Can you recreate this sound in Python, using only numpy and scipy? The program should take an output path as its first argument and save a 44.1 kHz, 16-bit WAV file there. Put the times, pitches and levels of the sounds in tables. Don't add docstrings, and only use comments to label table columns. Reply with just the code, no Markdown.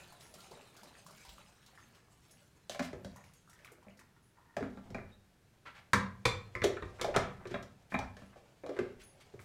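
import sys
import numpy as np
from scipy import signal
from scipy.fft import rfft, irfft
from scipy.io import wavfile
from scipy.ndimage import uniform_filter1d

SR = 44100
rng = np.random.default_rng(int(sys.argv[2]) if len(sys.argv) > 2 else 0)


def field_ratio(decibels):
    return 10 ** (np.asarray(decibels, dtype=float) / 20)


def digitize_waveform(pressure):
    field = np.atleast_2d(pressure).T
    bounded = np.clip(field, -1, 1)
    quanta = np.round(bounded * 32767).astype(np.int16)
    wavfile.write(sys.argv[1], SR, quanta)


N = 416304

# time in seconds, spray level in dB, gurgle level in dB.
STREAM_FLOW = [(0.0, -59, -64.5), (0.15, -65, -70.5), (0.4, -61, -69), (0.54, -65.5, -67),
               (0.95, -66, -69.5), (1.27, -60.5, -111), (1.44, -68.5, -80), (1.87, -69, -71),
               (2.06, -76.5, -72.5), (2.32, -68, -92), (2.7, -79.5, -78), (3.15, -71.5, -70),
               (3.5, -77.5, -88), (3.67, -72, -64), (3.81, -98, -75), (4.55, -84, -84)]
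# frequency in Hz, density in dB per Hz.
SPRAY_SPECTRUM = [(880, -8.5), (1500, -9), (3280, -15), (3870, -10), (5190, -12.5), (6370, -9),
                  (9700, -17.5), (15500, -37)]
# start in seconds, bubble level in dB, bubble pitch in Hz, droplet level in dB.
SPLASHES = [(0.123, -41.5, 895, -57.5), (0.207, -52, 640, -52.5), (0.339, -42, 590, -50.5),
            (0.404, -65, 608, -52.5), (0.511, -39.5, 381, -55), (0.518, -36.5, 835, -70),
            (0.572, -42, 570, -72), (0.765, -49, 640, -53.5), (0.832, -39.5, 845, -53),
            (0.952, -41.5, 1680, -71), (1.064, -38.5, 995, -52.5), (1.108, -43, 940, -57),
            (1.25, -42.5, 940, -54.5), (1.291, -45.5, 870, -50), (1.382, -38, 1150, -62),
            (1.661, -72, 375, -56), (1.776, -37.5, 1640, -71), (1.948, -60, 2000, -60),
            (2.309, -76, 380, -58), (3.16, -42, 930, -56.5), (3.24, -42.5, 2110, -61.5),
            (3.335, -67, 960, -60), (3.476, -46.5, 1180, -72), (3.496, -67, 1420, -57),
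            (3.531, -43.5, 1750, -60), (3.59, -45, 1940, -67), (3.647, -34.5, 2180, -55.5),
            (3.718, -42, 427, -58.5), (3.827, -46, 900, -68), (3.884, -41, 2220, -75),
            (3.972, -52, 480, -63), (3.992, -41.5, 1710, -57), (4.384, -44.5, 910, -79),
            (4.455, -49, 935, -85)]
# start in seconds, level in dB, length in seconds.
TRICKLE_RUNS = [(3.155, -64, 0.069), (3.483, -72, 0.24), (3.815, -74, 0.091), (3.982, -67.5, .08),
                (4.153, -69, 0.038), (4.346, -69.5, 0.43)]
# frequency in Hz, level in dB, t60 in seconds.
TANK_MODES = [(940, 4.5, 0.037), (1400, -3, 0.032), (1840, 1, 0.034), (2300, -21, 0.028)]
# start in seconds, clack level in dB, hollow housing level in dB,
# favoured housing pitch in Hz, counter thump level in dB, tick level in dB.
KNOCK_BLOWS = [(2.696, -41.5, -34, 640, -51, -37), (2.747, -43.5, -38.5, 690, -54, -49),
               (2.794, -30, -27.5, 620, -36, -41.5), (2.9301, -45, -34, 454, -42, -59),
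               (3.0468, -48, -40.5, 530, -37.5, -48.5), (3.8666, -60, -50, 680, -49.5, -87),
               (4.567, -31.5, -25.5, 670, -37, -47.5), (4.607, -45, -33, 427, -47, -73),
               (4.6268, -37, -34.5, 285, -42, -63), (4.7731, -49, -44.5, 710, -45, -86),
               (4.9037, -55.5, -44, 467, -41, -58.5), (4.9459, -34.5, -34.5, 676, -37.5, -56.5),
               (4.9829, -41, -42, 415, -46, -84), (5.9332, -13.5, -26.5, 467, -27.5, -26.5),
               (6.2546, -16.5, -26, 367, -25.5, -27.5), (6.552, -27.5, -38.5, 358, -38, -55),
               (6.6181, -24.5, -49, 370, -31.5, -66), (6.6409, -28, -17.5, 392, -57, -30),
               (6.769, -36, -61, 470, -66, -81), (6.8236, -34.5, -39.5, 362, -37.5, -83),
               (6.9961, -37.5, -46, 403, -56, -68), (7.0131, -29.5, -35, 380, -40, -32.5),
               (7.045, -35, -23, 610, -41.5, -40.5), (7.0825, -48, -28, 543, -62, -55),
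               (7.1625, -19, -17, 600, -28.5, -29.5), (7.454, -41.5, -36, 416, -46.5, -66),
               (7.472, -65, -57, 400, -62, -52.5), (7.5107, -58, -37, 390, -40, -54),
               (7.542, -31, -28.5, 580, -33.5, -66), (7.6264, -58, -54, 380, -49.5, -51),
               (7.9206, -36, -44.5, 681, -40.5, -80), (7.9417, -26, -28.5, 840, -28, -78),
               (7.989, -41, -32, 848, -43, -44), (8.1676, -46.5, -51, 550, -59, -56.5),
               (8.2191, -50.5, -51, 630, -43.5, -76), (8.3592, -57, -47.5, 597, -61, -74),
               (8.6363, -48.5, -35.5, 530, -55, -73), (8.6632, -45, -36.5, 593, -48, -56.5),
               (8.6922, -44.5, -28, 446, -62, -57.5), (8.766, -42.5, -37.5, 510, -54, -63),
               (8.7889, -32, -24, 410, -42, -51.5), (9.3385, -58, -40, 390, -46.5, -70),
               (9.3924, -46, -57, 373, -52, -66)]
# frequency in Hz, density in dB per Hz.
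TICK_SPECTRUM = [(1800, -46), (3000, -0.5), (4200, -0.5), (6000, -0.5), (9000, -12.5), (15500, -29)]
# frequency in Hz, level in dB, t60 in seconds.
PANEL_MODES = [(996.6, 1, 0.06), (1044, 6, 0.058), (1180, 5, 0.047), (1285.5, 5.5, 0.051),
               (1332, 2.5, 0.051), (1481, 9, 0.028), (1609, 6, 0.042), (1724, 4, 0.048), (1870, 1, 0.058),
               (2073, 12, 0.02), (2314, 2, 0.025), (2394, 5, 0.035), (2687, -4.5, 0.034), (2873, -14, .03),
               (3330, -13, 0.066), (3780, 4, 0.013), (4750, -14, 0.017)]
# frequency in Hz, level in dB, t60 in seconds.
HOUSING_MODES = [(287, -3.5, 0.12), (360.6, 2, 0.079), (404, 6, 0.053), (489, -5.5, 0.19),
                 (551.8, -2.5, 0.074), (602, -3.5, 0.093), (667, 8.5, 0.028), (770, -18, 0.013),
                 (819.7, 1.5, 0.06)]
# frequency in Hz, level in dB, t60 in seconds.
COUNTER_MODES = [(32.6, -4, .1), (46.5, 0.5, 0.17), (64.6, -3.5, 0.21), (96.2, -1.5, 0.17), (122, 1, 0.11),
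                 (157, -5, 0.11), (196.3, -3.5, 0.22), (250, 4, 0.062)]
# start in seconds, level in dB, favoured pitch in Hz.
COUNTER_BUMPS = [(1.2743, -55, 49.7), (2.80, -32.5, 250), (3.068, -53.5, 60), (8.801, -39.5, 254),
                 (4.62, -34, 241), (5.94, -27.5, 203), (7.164, -34.5, 92), (7.99, -36.5, 80),
                 (8.959, -54, 39)]
# start in seconds, level in dB, length in seconds,
# hardness in dB an octave.
SCUFF_STROKES = [(2.699, -51.5, 0.054, 7), (2.818, -48, 0.049, 6.5), (4.633, -55, 0.036, -10),
                 (4.846, -57.5, 0.23, -30.5), (5.09, -67.5, 0.028, -1.5), (5.653, -50.5, 0.045, -4),
                 (5.744, -58, 0.059, 0), (6.635, -34, 0.017, 5), (6.985, -48, 0.15, -19.5),
                 (7.109, -50, 0.083, -32), (7.139, -36, 0.015, -5), (7.146, -30.5, 0.02, -16),
                 (7.186, -48, 0.11, -9), (7.394, -56, 0.069, -19.5), (7.494, -55, 0.074, 0.5),
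                 (7.897, -60, 0.076, 7), (8.001, -48, 0.057, -20), (8.174, -69, 0.1, 6),
                 (8.322, -61.5, 0.027, -10), (8.714, -63.5, 0.2, 0), (8.994, -57.5, 0.044, 7),
                 (9.199, -56.5, 0.028, 5.5), (9.392, -66, 0.067, 15)]
# frequency in Hz, density in dB per Hz.
SLIDE_SPECTRUM = [(400, -14), (900, -3.5), (1500, -0.5), (2400, -3.5), (3000, -6), (4500, -10), (8000, -20),
                  (15000, -41)]
# start in seconds, level in dB, sharpness in dB an octave.
CARAFE_CLINKS = [(5.9334, -27.5, -9), (6.2522, -21.5, -2.5), (6.6184, -33, -3.5), (6.6414, -52, -5),
                 (6.8234, -43.5, -11), (7.0134, -35, -4), (7.1616, -34, -3), (7.6261, -64, -9)]
# frequency in Hz, level in dB, t60 in seconds.
GLASS_MODES = [(489.6, 3.5, 0.17), (1670, -25, .15), (2220, 9, 0.076), (3530, -4, .22), (3544, 4, 0.28),
               (4170, 6, 0.25), (4700, 4, 0.1), (5930, -3, .25), (7400, -3, 0.28), (8900, -16.5, .2),
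               (11200, -10, .2)]
# start in seconds, level in dB.
BANGLE_TINKLES = [(0.2274, -53), (2.3096, -55), (3.2564, -65), (4.2263, -67), (8.2597, -65), (9.0344, -51)]
# frequency in Hz, level in dB, t60 in seconds.
BANGLE_MODES = [(6500, 6, 0.17), (10300, -6, .15), (9860, 5, 0.43), (10160, 0, 0.16), (13800, -11, .15),
                (13400, -8, 0.22)]
# start in seconds, level in dB.
FAINT_PINGS = [(0.5516, -55), (5.1157, -60)]
# frequency in Hz, level in dB, t60 in seconds.
PING_MODES = [(3790, -8, 0.25), (3750, -6, 0.16)]
# time in seconds, level in dB.
RUSTLE_LEVEL = [(4.6, -64), (5.17, -79.5), (5.8, -74.5), (6.42, -68), (7.04, -61), (7.7, -72.5),
                (8.54, -69), (9.03, -71.5), (9.44, -64.5)]
# frequency in Hz, density in dB per Hz.
RUB_SPECTRUM = [(300, -0.5), (700, 3), (1200, -9.5), (2400, -10.5), (3000, -12), (7000, -14.5),
                (15000, -40)]
# frequency in Hz, t60 in seconds.
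KITCHEN_T60 = [(100, 0.86), (260, 0.29), (700, 0.41), (1840, 0.37), (4850, 0.3), (12800, 0.19)]
# frequency in Hz, density in dB per Hz.
HUSH_SPECTRUM = [(12, -59), (20, -14.5), (112, 2.5), (232, -9.5), (282, -13.5), (382, -12), (705, -24),
                 (767, -21), (1040, -23.5), (1580, -21), (1980, -26.5), (6020, -27), (15500, -38.5)]
# frequency in Hz, gain in dB.
MIC_RESPONSE = [(20, -4), (2400, 0.5), (2900, -0.5), (6000, -4), (10000, -1), (13000, 0), (16000, -2)]

DRONE_DB, DRONE_PIVOT_DB = -13.5, -60
DRONE_FOLLOWS = 0.34
DROPLET_HZ, DROPLET_SCATTER_OCTAVES = 5170, 0.3
REBOUND_S, REBOUND_DB = 0.007, -7.5
THUMP_RATIO = 0.29
ECHO_DB, HUSH_DB = -4.5, -65.5


def evened(x):
    return x / np.sqrt(np.mean(x ** 2) + 1e-20)


def read(points, hz):
    f, value = np.transpose(points)
    return np.interp(np.log(hz + 1), np.log(f + 1), value)


def curve(rows, column=1, gain=1.0, about_db=0.0):
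    rows, t = np.array(rows), np.arange(N) / SR
    db = about_db + gain * (np.interp(t, rows[:, 0], rows[:, column]) - about_db)
    return field_ratio(db) * (t >= rows[0, 0]) * (t <= rows[-1, 0])


def add(mix, start_s, sound):
    part = mix[round(start_s * SR):][:len(sound)]
    part += sound[:len(part)]


def hiss(points, patchy_db, flicker_db):
    hz = np.fft.rfftfreq(1024, 1 / SR)
    real, imag, patches = rng.standard_normal((N // 256 + 5, 513, 3)).T
    flicker = evened(uniform_filter1d(patches[0], size=3))
    patches = uniform_filter1d(patches, size=9, axis=0)
    patches = evened(uniform_filter1d(patches, size=10, axis=1))
    level_db = read(points, hz)[:, None] + patchy_db * patches + flicker_db * flicker
    z = (real + 1j * imag) * field_ratio(level_db)
    return evened(signal.istft(z, nperseg=1024, noverlap=768)[1][:N])


def tint(x, points, tilt_db=0.0):
    hz = np.fft.rfftfreq(len(x), 1 / SR)
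    gain = field_ratio(read(points, hz) + tilt_db * np.log2(1 + hz / 1000))
    return evened(irfft(rfft(x) * gain, len(x)))


def ring(modes, spread_db, rough_db=0.0, rise_s=0.00036, near_hz=None, off_db=0.0):
    hz, db, t60 = np.transpose(modes)[:, :, None]
    t = np.arange(0, min(t60.max(), 0.5), 1 / SR)
    chance = rng.standard_normal((len(modes), 1))
    if near_hz:
        db = db - off_db * abs(np.log2(hz / near_hz))
    flutter = np.sin(70 * t * (3 + chance) + 5 * chance)
    flutter = flutter + np.sin(190 * t * (3 - chance) + 9 * chance)
    level = field_ratio(db + spread_db * chance + rough_db * flutter - 60 * t / t60)
    sound = (level * np.sin(2 * np.pi * (hz * t + chance))).sum(0)
    sound = sound * (1 - np.exp(-t / rise_s))
    return sound / abs(sound).max()


def bubble(hz, cycles, climb):
    turns = np.arange(int(4 * cycles * SR / hz)) * hz / SR
    note = np.sin(2 * np.pi * turns * (1 + climb * turns / cycles))
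    return note * np.exp(-turns / cycles) * (1 - np.exp(-turns))


def grains(lo_hz, hi_hz, cycles, per_s, spread_db, tilt_db):
    size = field_ratio(spread_db * np.minimum(rng.exponential(1, N), 5)) * (rng.random(N) < per_s / SR)
    kind, out = rng.integers(0, 24, N), np.zeros(N)
    for k, hz in enumerate(np.geomspace(lo_hz, hi_hz, 24)):
        notes = signal.oaconvolve(size * (kind == k), bubble(hz, cycles, 0.073))[:N]
        out += field_ratio(tilt_db * k / 24) * notes
    return evened(out)


def stream():
    spray = hiss(SPRAY_SPECTRUM, 4.9, 3.8) + 0.5 * grains(2310, 20700, 1.75, 3500, 5.2, 0.0)
    gurgle = grains(294.0, 2225, 1.27, 900, 4.1, 7.1)
    drone = grains(125.0, 244, 2.82, 200, 7.4, 0.0)
    drone_level = curve(STREAM_FLOW, column=1, gain=DRONE_FOLLOWS, about_db=DRONE_PIVOT_DB)
    out = curve(STREAM_FLOW, column=1) * spray + curve(STREAM_FLOW, column=2) * gurgle
    return out + field_ratio(DRONE_DB) * drone_level * drone


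def splashes():
    out, t = np.zeros(N), np.arange(SR // 8) / SR
    envelope = np.exp(-t / 0.012) * (1 - np.exp(-t / 0.00062))
    for s, db, hz, droplet_db in SPLASHES:
        add(out, s, field_ratio(db) * bubble(hz, 1.73, 0.024))
        for late, octaves in rng.standard_normal((6, 2)):
            small = bubble(hz * 2 ** (0.706 * octaves), 3.06, 0.016)
            add(out, s + 0.02 * abs(late), field_ratio(db - 12.5) * small)
        top = DROPLET_HZ * 2 ** (DROPLET_SCATTER_OCTAVES * rng.standard_normal())
        spectrum = [(top / 3, -18), (top * 0.7, -6), (top, 0), (top * 1.5, -6), (top * 3, -18)]
        droplets = tint(rng.standard_normal(len(t)), spectrum)
        add(out, s, field_ratio(droplet_db) * droplets * envelope)
    return out


def trickle():
    drops = field_ratio(7.9 * np.minimum(rng.exponential(1, N), 2)) * (rng.random(N) < 150 / SR)
    kind, out, runs = rng.integers(0, 6, N), np.zeros(N), np.zeros(N)
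    for k in range(6):
        out += signal.oaconvolve(drops * (kind == k), ring(TANK_MODES, 2.7, rough_db=-1.5))[:N]
    t = np.arange(SR // 2) / SR
    for s, db, length_s in TRICKLE_RUNS:
        add(runs, s, field_ratio(db) * (1 - np.exp(-t / 0.0099)) * np.exp(-(t / length_s) ** 3))
    return runs * evened(out)


def thump(db, hz, off_db=9, rise_s=0.0046):
    return field_ratio(db) * ring(COUNTER_MODES, 0.96, rise_s=rise_s, near_hz=hz, off_db=off_db)


def knocks():
    out, t = np.zeros(N), np.arange(SR // 4) / SR
    chatter = np.exp(-t / 0.006) + 0.08 * np.exp(-t / 0.036)
    for s, clack_db, hollow_db, hollow_hz, thump_db, tick_db in KNOCK_BLOWS:
        noise = rng.standard_normal(len(t))
        add(out, s, field_ratio(tick_db) * tint(noise, TICK_SPECTRUM) * chatter)
        add(out, s, field_ratio(clack_db - 18.0) * tint(noise, RUB_SPECTRUM, -1.1) * chatter)
        for late_s, db in (0, clack_db), (REBOUND_S, clack_db + REBOUND_DB):
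            add(out, s + late_s, field_ratio(db) * ring(PANEL_MODES, 0.99, rough_db=9.0, rise_s=0.00058))
        hollow = ring(HOUSING_MODES, 2.0, rough_db=2.5, rise_s=0.0017, near_hz=hollow_hz, off_db=16.5)
        add(out, s, field_ratio(hollow_db) * hollow)
        add(out, s, thump(thump_db, THUMP_RATIO * hollow_hz))
    return out


def bumps():
    out = np.zeros(N)
    for s, db, hz in COUNTER_BUMPS:
        add(out, s, thump(db, hz, off_db=29.5, rise_s=0.012))
    return out


def scuffs():
    out, t = np.zeros(N), np.arange(SR // 2) / SR
    for s, db, length_s, hard_db in SCUFF_STROKES:
        noise, rough = rng.standard_normal((2, len(t)))
        grit = field_ratio(1.57 * evened(uniform_filter1d(rough, size=200)))
        stroke = (1 - np.exp(-t / 0.0066)) * np.exp(-(t / max(length_s, 0.01)) ** 3.2)
        add(out, s, field_ratio(db) * tint(noise, SLIDE_SPECTRUM, hard_db) * grit * stroke)
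    return out


def chimes(blows, modes, spread_db, rough_db):
    out = np.zeros(N)
    for s, db, *sharp_db in blows:
        tilt_db = sum(sharp_db)
        struck = [(hz, mode_db + tilt_db * np.log2(hz / 4000), t60) for hz, mode_db, t60 in modes]
        add(out, s, field_ratio(db) * ring(struck, spread_db, rough_db))
    return out


def rustle():
    return curve(RUSTLE_LEVEL) * hiss(RUB_SPECTRUM, patchy_db=1.1, flicker_db=3)


def kitchen(x):
    out, turn = np.zeros(N), 2 * np.pi * 2.3 * np.arange(N) / SR
    for k in range(3):
        taps = np.zeros(SR // 2)
        at = np.arange(200, len(taps) - 20, 20)
        taps[at + rng.integers(0, 20, len(at))] = rng.choice([-1.0, 1.0], len(at))
        hz, t, z = signal.stft(taps, SR, nperseg=256)
        decay = field_ratio(-60 * t / read(KITCHEN_T60, hz)[:, None])
        tail = signal.istft(z * decay, SR, nperseg=256)[1]
        share = np.sqrt(2 / 3) * np.cos(turn + k * np.pi / 3)
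        out += signal.oaconvolve(x * share, tail / np.linalg.norm(tail))[:N]
    return out


def hush():
    return field_ratio(HUSH_DB) * hiss(HUSH_SPECTRUM, patchy_db=0.46, flicker_db=0.32)


def scene():
    near = stream() + splashes() + trickle()
    near += knocks() + bumps() + scuffs()
    near += chimes(CARAFE_CLINKS, GLASS_MODES, spread_db=0.48, rough_db=4.9)
    near += chimes(BANGLE_TINKLES, BANGLE_MODES, spread_db=1.2, rough_db=3.1)
    near += chimes(FAINT_PINGS, PING_MODES, spread_db=1.3, rough_db=6.9)
    near += rustle()
    return (near + field_ratio(ECHO_DB) * kitchen(near) + hush())[None]


def band_limit(x):
    return signal.sosfilt(signal.butter(12, 15870, fs=SR, output="sos"), x)


def record(dry):
    hz = np.fft.rfftfreq(N, 1 / SR)
    mix = irfft(rfft(dry) * field_ratio(read(MIC_RESPONSE, hz)), N)
    return band_limit(mix)


dry = scene()
out = record(dry)
digitize_waveform(out)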